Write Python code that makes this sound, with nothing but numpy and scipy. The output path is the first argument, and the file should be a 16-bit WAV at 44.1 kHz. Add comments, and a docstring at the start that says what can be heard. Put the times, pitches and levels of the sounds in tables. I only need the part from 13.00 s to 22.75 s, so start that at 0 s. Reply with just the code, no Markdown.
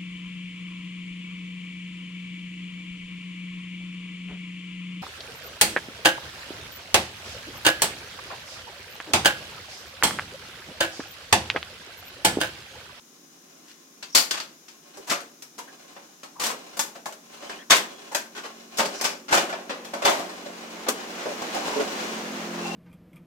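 """Plastic catches snap close by in a small hard room: two hands unlatch a photocopier's paper feed unit.
Worked out of the open machine, the unit judders along its rails and knocks the panels and the steel
frame, which rings longest as the unit comes free. Between the knocks, guides stick, slip and squeak.
Out in the street a motor vehicle draws near and passes, with engine note, rumble and tyre hiss.
Heard on a closely spaced pair of microphones."""
import sys
import numpy as np
from scipy import signal
from scipy.fft import rfft, irfft
from scipy.io import wavfile

SR = 44100
rng = np.random.default_rng(int(sys.argv[2]) if len(sys.argv) > 2 else 0)


def write(x):
    x = np.atleast_2d(x).T
    wavfile.write(sys.argv[1], SR, np.round(np.clip(x, -1, 1) * 32767).astype(np.int16))


N = 429975
TIME = np.arange(N) / SR
HIT_SIZE = SR * 6 // 10
BAND_EDGES_HZ = np.concatenate([[25, 60, 105], np.geomspace(145, 17000, 28)])
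BANDS_HZ = np.sqrt(BAND_EDGES_HZ[1:] * BAND_EDGES_HZ[:-1])


def from_db(db):
    return 10 ** (np.asarray(db) / 20)


def rms_one(x):
    return x / np.sqrt(np.mean(x ** 2) + 1e-20)


def at_time(rows, s):
    """Every column of a curve, read at the given times."""
    times, *columns = np.transpose(rows)
    return [np.interp(s, times, c) for c in columns]


def by_band(points):
    """A spectrum read at the band centres."""
    hz, value = np.transpose(points)
    return np.interp(np.log(BANDS_HZ), np.log(hz), value)


def drift(per_s):
    """A random wander; rms 1."""
    knots = rng.standard_normal(4000)
    return rms_one(np.interp(TIME * per_s, np.arange(len(knots)), knots))


# Colour of the left microphone against the right: frequency_hz, left_minus_right_db
MIC_TILT = [(60, 46.5), (150, -2.5), (500, -2.5), (1000, -0.5), (2000, -1), (4200, 3), (8000, 6.5),
            (13000, -1)]

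def diffuse_bands(size, mic_spacing_s=0.00044):
    """Diffuse noise at the spaced pair, alike in the bass only: bands x 2 x size."""
    white, bands = rng.standard_normal((2, 2, size)), []
    for k, (hz, tilt_db) in enumerate(zip(BANDS_HZ, by_band(MIC_TILT))):
        bandpass = signal.butter(3, BAND_EDGES_HZ[k:k + 2], "band", fs=SR, output="sos")
        mid, side = signal.sosfilt(bandpass, white[k % 2])
        alike = np.sinc(2 * hz * mic_spacing_s)
        pair = np.sqrt(1 + alike) * mid + np.sqrt(1 - alike) * side * [[1], [-1]]
        bands.append(pair * from_db([[tilt_db / 2], [-tilt_db / 2]]))
    return np.array(bands, dtype=np.float32)


def coloured(bands, spectrum):
    """The bands mixed to a spectrum; rms 1."""
    return rms_one(np.tensordot(from_db(by_band(spectrum)).astype(np.float32), bands, 1))


# Room tone, all around the microphones: frequency_hz, density_db
ROOM_TONE = [(30, -42), (105, -51), (150, -2.5), (200, -7.5), (285, 1), (370, -4.5), (520, -12.5),
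             (800, -15.5), (1300, -12), (2800, -18.5), (3800, -14), (4800, -19), (6100, -0.5), (7000, -21),
             (8400, -19), (13000, -19), (16000, -21)]

def room_air(bands, level_db=-53.5):
    """The steady air of the small room."""
    return from_db(level_db) * coloured(bands, ROOM_TONE)


# The engine's note as it reaches the room: time_s, level_db
ENGINE_LEVEL = [(0, -67), (3.0, -63.5), (4.6, -55.5), (7.7, -44), (8.6, -43), (9.7, -31.5)]
# Its partials: cycle_multiple, gain_db
ENGINE_ORDERS = [(4, -13), (5, -5.5), (6, -15.5), (8, -13.5)]

def engine(doppler, cycle_hz=44.4, wander=0.00412, waver_db=2.5):
    """Wavering harmonics of the engine cycle, sinking in pitch as the vehicle passes."""
    level_db, = at_time(ENGINE_LEVEL, TIME)
    phase = 2 * np.pi * np.cumsum(cycle_hz * doppler * (1 + wander * drift(8.4))) / SR
    return sum(from_db(level_db + db + waver_db * drift(4.8)) * np.sqrt(2) * np.sin(k * phase)
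               for k, db in ENGINE_ORDERS)


# Rumble and tyres from the street, heard indoors: frequency_hz, density_db
RUMBLE_SPECTRUM = [(30, -55), (100, -32), (180, 2), (280, 6.5), (450, 6.5), (900, -8), (2500, -22.5)]
TYRE_SPECTRUM = [(100, -59), (250, -33), (550, -3.5), (1000, -4), (2800, -9.5), (4200, -13.5), (6500, -15),
                 (9000, -28.5), (16000, -38)]

def vehicle(bands, pass_s=8.9, speed_m_per_s=11, nearest_m=7.74, screen_db_per_m=0.5):
    """A steady drive past, louder and brighter up close; buildings screen it further up the street."""
    along_m = speed_m_per_s * (TIME - pass_s)
    distance_m = np.hypot(nearest_m, along_m)
    near_db = 20 * np.log10(nearest_m / distance_m) - screen_db_per_m * (distance_m - nearest_m)
    doppler = 1 / (1 + speed_m_per_s * along_m / distance_m / 343)
    note = engine(doppler)
    rumble = from_db(-38 + near_db) * np.roll(coloured(bands, RUMBLE_SPECTRUM), N // 3, axis=1)
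    tyre_db = -33.5 + near_db + 0.9 * drift(22)
    tyres = from_db(tyre_db) * np.roll(coloured(bands, TYRE_SPECTRUM), N // 2, axis=1)
    roar = signal.sosfiltfilt(signal.butter(4, 3400, fs=SR, output="sos"), tyres)
    hiss = (tyres - roar) * from_db(0.24 * near_db)   # fades faster with distance
    return note + rumble + roar + hiss


# Guides rubbing inside the copier: start_s, length_s, pitch_hz, width_hz, rise_share, level_db
GUIDE_SQUEAKS = [(1.095, .086, 5650, 490, 0.025, -45.5), (1.978, 0.046, 418, 90, .02, -43),
                 (2.674, 0.055, 1680, 170, 0.014, -51.5), (3.354, 0.11, 1007, 300, 0.041, -45.5),
                 (4.44, 0.058, 3100, 130, .02, -51), (4.528, 0.028, 2440, 220, 0.036, -48),
                 (4.544, 0.041, 2880, 200, .03, -50), (4.587, 0.04, 3280, 190, 0.03, -50),
                 (4.565, 0.088, 1810, 400, 0.047, -50.5), (4.874, 0.27, 3340, 120, .02, -57.5),
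                 (5.934, 0.082, 5600, 2200, 0.025, -40), (7.457, 0.06, 610, 111, 0.0062, -38),
                 (8.263, 0.08, 595, 143, 0.038, -35.5), (8.542, 0.06, 745, 190, 0, -32.5),
                 (8.608, 0.36, 953, 260, 0.017, -39), (9.639, .15, 782, 161, 0.034, -38),
                 (9.598, .29, 2725, 60, 0.0059, -42)]
# The unit groans over the edge of the bay: slip_rate_multiple, level_db
GROAN_PARTIALS = [(2, -35), (3, -26), (4, -35.5)]
GROAN_START_S, GROAN_LENGTH_S, GROAN_SLIP_HZ, GROAN_WIDTH_HZ = 8.755, 0.092, 142.4, 16

def squeaks(evenness=0.66, side_share=0.67, stick_db=4.0):
    """Stick-slip friction drives narrow resonances, which chirp upward with the pressure of the stroke."""
    out = np.zeros((2, N + HIT_SIZE))
    groan = [(GROAN_START_S, GROAN_LENGTH_S, k * GROAN_SLIP_HZ, GROAN_WIDTH_HZ, 0, db)
             for k, db in GROAN_PARTIALS]
    for start_s, length_s, pitch_hz, width_hz, rise, level_db in GUIDE_SQUEAKS + groan:
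        size, at = int(min(length_s * SR, HIT_SIZE // 2)), int(start_s * SR)
        pole = np.exp(-np.pi * width_hz / SR)
        drive = rng.standard_normal((2, HIT_SIZE)) + 1j * rng.standard_normal((2, HIT_SIZE))
        swing = signal.lfilter([1], [1, -2 * pole, pole * pole], drive)[:, -size:]
        swing /= np.abs(swing) ** evenness   # friction steadies the swing's height
        phase = 2 * np.pi * np.cumsum(pitch_hz * (1 + rise * np.linspace(-.5, .5, size))) / SR
        mid, side = (rms_one(v) for v in (swing * np.exp(1j * phase)).real)
        pair = mid + side_share * side * [[1], [-1]]
        squeak = rms_one(pair * from_db(stick_db * drift(82)[:size]))
        stroke = np.interp(np.linspace(0, 1, size), [0, .1, .6, 1], [0, 1, 1, 0])   # quick grip, slow end
        out[:, at:at + size] += from_db(level_db) * stroke * squeak
    return out[:, :N]


# Modes of the copier's steel frame: pitch_hz, gain_db, t60_s
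STEEL_FRAME = [(299.4, -10, .3), (414, -8.5, 0.18), (498, -11.5, 0.42), (563, -3.5, 0.26), (686, -4, 0.27),
               (774, -5.5, 0.19), (912, -2, 0.29), (1076, -3.5, 0.12), (1184, -9, 0.099), (1356, -10, 0.26),
               (1513, -3, 0.24), (1716, -4.5, 0.19), (1883, -8, 0.17), (2428, -6.5, 0.29), (2650, -6, 0.23),
               (3120, -9, .09), (3500, -1, 0.18), (3540, -12.5, 0.17), (4190, -12, 0.23), (4520, -7, 0.11),
               (4670, -13, 0.12), (4830, -9, 0.098), (6450, -5, .24), (7100, -15, 0.18)]
MODE_HZ, MODE_DB, MODE_T60_S = np.transpose(STEEL_FRAME)

def frame_modes():
    """The free ring of each mode, as a dying phasor of energy 1."""
    modes = np.exp((2j * np.pi * MODE_HZ - np.log(1000) / MODE_T60_S)[:, None] * TIME[:HIT_SIZE])
    return (modes / np.linalg.norm(modes, axis=1, keepdims=True)).astype(np.complex64)


def frame_ring(modes, strength_db):
    """The struck frame: each mode reaches each microphone in a random phase."""
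    strike = from_db(strength_db) * np.exp(2j * np.pi * rng.random((2, len(MODE_HZ))))
    return (strike.astype(np.complex64) @ modes).real


# The hands pull the unit along its rails: start_s, hold_s, friction_db
HAND_PULLS = [(1.966, 0.11, -48.5), (2.675, 0.35, -52.5), (3.485, 0.37, -47.5), (4.36, 0.16, -45.5),
              (4.87, 0.16, -45), (5.38, 0.35, -48.5), (5.855, 0.15, -37), (6.62, 0.67, -49),
              (7.202, 0.16, -43), (7.547, 0.31, -45), (8.01, 0.45, -41), (8.627, 0.16, -34.5),
              (9.003, 0.053, -37.5), (9.617, .12, -40)]

def friction(attack_s=0.15, release_s=0.21, grip_db=-61.5):
    """Each pull swells, holds and lets go, over the light rub of the grip."""
    pulls = sum(from_db(db) * np.interp(TIME - s, [-attack_s, 0, hold_s, hold_s + release_s], [0, 1, 1, 0])
                for s, hold_s, db in HAND_PULLS)
    return np.hypot(from_db(grip_db), pulls)


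# The rails, heard close by through the panels: frequency_hz, density_db
RAIL_SPECTRUM = [(100, -24), (250, 13), (600, 9.5), (1200, 6), (3200, 3), (7000, -2), (10000, -16.5),
                 (16000, -19)]

def sliding(slips_per_s=260, spread_db=5, t60_s=0.21, judder_db=2.5, frame_db=-4):
    """Uneven slips on the rails, each ringing briefly in the panels and the hollow frame."""
    slipping = rng.random(N) < slips_per_s / SR
    slips = slipping * from_db(spread_db * np.clip(rng.standard_normal(N), -2, 2)) * rng.choice([-1, 1], N)
    decay = np.exp(-np.log(1000) * TIME[:HIT_SIZE] / t60_s)
    panels = rms_one(coloured(diffuse_bands(HIT_SIZE), RAIL_SPECTRUM) * decay)
    frame = frame_ring(frame_modes(), MODE_DB + np.interp(MODE_HZ, BANDS_HZ, by_band(RAIL_SPECTRUM)))
    ring = rms_one(panels + from_db(frame_db) * rms_one(frame)) / np.sqrt(HIT_SIZE)
    force = rms_one(slips) * friction() * from_db(judder_db * np.tanh(drift(30)))
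    return signal.fftconvolve(force[None], ring, axes=1)[:, :N]


def chatter(length_s, impacts_per_s=900, spread_db=5.0, grain=0.57, first_touch=0.59):
    """Force of a contact: a first touch, then uneven micro-impacts growing until the parts seat."""
    size = int(np.clip(length_s * SR, 8, SR // 20))
    touching = rng.random(HIT_SIZE) < impacts_per_s / SR
    impacts = touching * from_db(spread_db * rng.standard_normal(HIT_SIZE)) * rng.choice([-1, 1], HIT_SIZE)
    force = grain * impacts[:size] * np.linspace(.5, .66, size)
    force[0] = first_touch
    return force / np.linalg.norm(force)


def crack(gains, left_lag_ms, size=1024):
    """The direct, minimum-phase pulse of a contact, reaching one microphone before the other."""
    hz = np.arange(size // 2 + 1) * SR / size
    cepstrum = irfft(np.interp(hz, BANDS_HZ, np.log(gains)))
    pulse = np.exp(rfft(2 * cepstrum[:size // 2] * (np.arange(size // 2) > 0), size))
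    delays_s = np.array([[max(left_lag_ms, 0)], [max(-left_lag_ms, 0)]]) / 1000
    pair = rms_one(irfft(pulse * np.exp(-2j * np.pi * hz * delays_s))) / np.sqrt(size)
    return np.pad(pair, [(0, 0), (0, HIT_SIZE - size)])


def first_ring(energy, chatter_s, t60_s=0.093, snap_s=0.003, snap_db=6.5):
    """Envelope of the plastic panels' quick ring: louder and shorter after a clean snap."""
    snap = np.exp(-chatter_s / snap_s)
    kept_per_sample = np.exp(-2 * np.log(1000) / (t60_s * (1 - snap / 2) * SR))
    stored = signal.lfilter([1], [1, -kept_per_sample], energy + 1e-18)
    return (from_db(-1.5 + snap_db * snap) * np.sqrt(stored)).astype(np.float32)


# How long the panels and the hard room hold a knock: frequency_hz, t60_s
KNOCK_DECAY = [(60, 0.14), (250, 0.6), (900, 0.34), (3500, 0.28), (7000, 0.25), (14000, 0.25)]

def panels_and_room(noise, gains, early, build, decay_factor):
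    """Dense resonances as noise dying band by band: the quick first ring, then the tail."""
    fading = (-np.log(1000) * TIME[:HIT_SIZE] / by_band(KNOCK_DECAY)[:, None]).astype(np.float32)
    envelope = np.exp(fading / np.float32(decay_factor)) * build + early
    envelope *= (gains / np.linalg.norm(envelope, axis=1))[:, None]
    at = rng.integers(HIT_SIZE // 2, 3 * HIT_SIZE)
    return rms_one(np.einsum("bct,bt->ct", noise[:, :, at:at + HIT_SIZE], envelope)) / np.sqrt(HIT_SIZE)


def bay_echoes(hit, count=4):
    """The walls of the open bay throw back quick echoes that make the knock hollow."""
    out = hit.copy()
    for lag in (rng.uniform(.0008, .007, count) * SR).astype(int):
        out[:, lag:] += .21 * rng.choice([-1, 1]) * hit[:, :-lag]
    return out


def struck_spot(hit, hz, gain_db=1, q=8.2):
    """The stretch of panel under the blow adds a resonance of its own."""
    b, a = signal.iirpeak(hz, q, fs=SR)
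    return hit + from_db(gain_db) * signal.lfilter(b, a, hit)


def rebounds(contacts, heavy_db=-13.5, delay_s=0.046, chatter_s=0.01, loss_db=15, brighter_db=13):
    """After a heavy blow the unit bounces once, weaker and brighter."""
    return [(s + delay_s, chatter_s, level_db - loss_db, thud_db, bright_db + brighter_db, hz)
            for s, _, level_db, thud_db, bright_db, hz in contacts if level_db > heavy_db]


# A knock on the plastic panels: frequency_hz, density_db
PANEL_SPECTRUM = [(18, -52), (30, -42), (121, -25), (189, -8.5), (295, -5), (426, -4), (486, -2.5),
                  (666, -1.5), (1250, -1), (3770, -7), (4530, -6), (7090, -6.5), (9220, -14.5),
                  (14800, -16.5), (16000, -24.5)]
# The unit rings longest as it comes loose: time_s, decay_factor, frame_gain_db
LOOSENESS = [(1.0, 1.05, -2), (4.7, 1.05, -4.5), (5.8, 1.07, -2.5), (7.1, 1.78, 1), (7.9, 0.72, -18)]
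# Where the knocks sit between the microphones: time_s, left_lag_ms, left_minus_right_db
KNOCK_BEARING = [(1.0, 0.017, 1.5), (4.8, 0, 1), (5.8, -0.362, 1.5), (9.0, -0.35, 1)]
# Plastic and metal meet, close by: start_s, chatter_s, level_db, thud_db, bright_db, spot_hz
PART_CONTACTS = [(0.677, 0.041, -46, -18, -8, 1720), (1.026, 0.002, -34.5, -11.5, -11, 4640),
                 (1.1475, 0.004, -13.2, -5, 6, 4400), (1.153, 0.0037, -13, -14, 0, 4660),
                 (1.173, 0.004, -15, -10.5, 0, 4500), (1.309, 0.0009, -21.5, -9.5, -4, 4600),
                 (1.34, 0.002, -29.5, -7, -15, 1190), (1.371, 0.0098, -31, -11, -11, 1200),
                 (1.4, .001, -30.5, -8, -6, 4500), (1.682, 0.0042, -44, -15, -7, 5440),
                 (1.969, 0.0073, -41.5, 12, 9, 5500), (2.071, 0.022, -33.5, 3, 3, 1020),
                 (2.097, 0.0096, -22, -10, -4, 1580), (2.112, 0.015, -19.5, 0, -5.5, 1400),
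                 (2.202, 0.0056, -41.5, -12, 1, 1490), (2.42, 0.003, -39.5, -4, 6, 5430),
                 (2.58, 0.013, -33.5, 3, 2.5, 980), (2.963, 0.008, -41.5, 8, -24, 880),
                 (3.232, 0.0038, -38, 0, -4, 1100), (3.396, 0.03, -24, -3, 1, 1170),
                 (3.434, 0.012, -23, -2, 3, 2940), (3.452, 0.028, -23, 3.5, 6.5, 3720),
                 (3.486, 0.03, -27, 4.5, -1, 1130), (3.769, 0.0062, -32.5, 9, 8, 4460),
                 (3.792, 0.0036, -19.5, -5.5, 6, 870), (3.951, 0.016, -38.5, 7.5, -4, 650),
                 (4.057, 0.0057, -29, 7.5, 1.5, 810), (4.123, 0.0031, -41.5, -9, 0, 1510),
                 (4.322, 0.027, -43.5, 5, -2, 3000), (4.42, 0.015, -38, 8, -11, 865),
                 (4.495, 0.008, -32.5, 2, -12, 1670), (4.699, 0.006, -22, 1, 0, 3500),
                 (4.705, 0.0035, -10.5, -10.5, -4, 3600), (4.717, 0.0023, -11.5, -7.5, -8, 1770),
                 (4.727, 0.0036, -14.5, -4, -22, 1050), (5.115, 0.017, -33, 11, 2, 865),
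                 (5.147, 0.0038, -20, -1.5, 1.5, 1670), (5.349, 0.044, -31.5, -1.5, -10.5, 1450),
                 (5.433, 0.031, -32, 1.5, -12, 1140), (5.771, .006, -30.5, -6, 6, 5000),
                 (5.783, 0.0053, -22.5, -1, 3, 1500), (5.79, 0.016, -16, 5, -8, 574),
                 (5.849, 0.0094, -28, 0, -1, 4500), (6.01, 0.0037, -24.5, 3, 4, 5200),
                 (6.037, 0.012, -22.5, 0, 0, 2450), (6.048, .004, -20.5, -1, -1, 5260),
                 (6.282, 0.014, -30.5, -3, -12, 1400), (6.309, 0.015, -22, 4, -4, 1510),
                 (6.325, 0.0068, -12.5, 4, -6, 725), (6.339, 0.014, -15.5, 3, -2, 1470),
                 (6.373, 0.011, -19.5, -0.5, -9, 2920), (6.491, 0.015, -30, 5, -7, 1500),
                 (6.525, 0.011, -26.5, 5, -19, 695), (6.694, 0.016, -25.5, 3, -16, 510),
                 (6.847, 0.0018, -37, 5, 2, 3300), (6.935, 0.004, -25.5, 10, -4.5, 584),
                 (7.019, 0.035, -23, 5, -9, 520), (7.05, 0.006, -13, 1.5, -4, 910),
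                 (7.064, 0.03, -15, 2, -17, 670), (7.193, 0.0032, -30, 13, 4, 666),
                 (7.865, 0.016, -28.5, 8, -20, 654), (7.8845, 0.00079, -21.5, 10, 6.5, 530),
                 (7.886, 0.00091, -23.5, -1, 7, 3150), (8.257, 0.0022, -28, 17, -14, 585),
                 (8.418, .003, -30, 16, 0, 810), (8.544, 0.0023, -30, 10.5, 2, 744),
                 (8.661, 0.022, -29, 13, -7, 560), (8.797, 0.03, -26, 11, -9, 420),
                 (9.589, 0.0046, -34, 12, -16, 880)]

def knocks(crack_db=-8, frame_db=-7, mode_spread_db=4.0, spread_s=0.00089):
    """Each contact cracks, spreads through the panels into the room and sets the steel frame ringing."""
    out = np.zeros((2, N + HIT_SIZE))
    noise, modes = diffuse_bands(4 * HIT_SIZE), frame_modes()
    onset = 1 - np.exp(-TIME[:HIT_SIZE] / spread_s)
    for start_s, chatter_s, level_db, thud_db, bright_db, hz in PART_CONTACTS + rebounds(PART_CONTACTS):
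        lag_ms, pan_db = at_time(KNOCK_BEARING, start_s)
        decay_factor, loose_db = at_time(LOOSENESS, start_s)
        # a heavy contact feeds the low panel modes, a hard one the top
        colour_db = by_band([(90, -4), (240, thud_db), (550, thud_db), (3300, 0.021), (11000, bright_db)])
        gains = from_db(by_band(PANEL_SPECTRUM) + colour_db)
        force = chatter(chatter_s)
        energy = np.pad(force ** 2, (0, HIT_SIZE - len(force)))
        build = np.sqrt(np.cumsum(energy)).astype(np.float32)   # a snap starts at once, a grind builds up
        body = panels_and_room(noise, gains, first_ring(energy, chatter_s), build, decay_factor)
        # every blow shares itself out differently; modes near the spot's resonance ring harder
        strength_db = MODE_DB + np.interp(MODE_HZ, BANDS_HZ, colour_db) - max(thud_db, 0) / 2
        strength_db += mode_spread_db * rng.uniform(-3.9, 1, len(MODE_HZ))
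        nearby_db = 10 * np.exp(-(np.log2(MODE_HZ / hz) / 0.1) ** 2)
        ring = build * frame_ring(modes, strength_db + nearby_db + frame_db + loose_db)
        direct = signal.fftconvolve(crack(gains, lag_ms), force[None], axes=1)[:, :HIT_SIZE]
        hit = (struck_spot(bay_echoes(body + from_db(crack_db) * direct), hz) + ring) * onset
        hit *= np.sqrt(2 * .02 * SR / np.sum(hit ** 2))   # level_db is the energy spread over 20 ms
        at = int(start_s * SR)
        out[:, at:at + HIT_SIZE] += hit * from_db(level_db + np.array([[pan_db], [-pan_db]]) / 2)
    return out[:, :N]


def scene():
    """The copier in front, the room around it and the street outside."""
    copier = knocks() + sliding() + squeaks()
    bands = diffuse_bands(N)
    return room_air(bands) + vehicle(bands) + copier


def record(dry, cutoff_hz=16700):
    """The microphone input clips any snap above full scale; the top treble is cut."""
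    lowpass = signal.cheby2(16, 70, cutoff_hz, fs=SR, output="sos")
    return signal.sosfilt(lowpass, np.clip(dry, -1, 1))


dry = scene()
out = record(dry)
write(out)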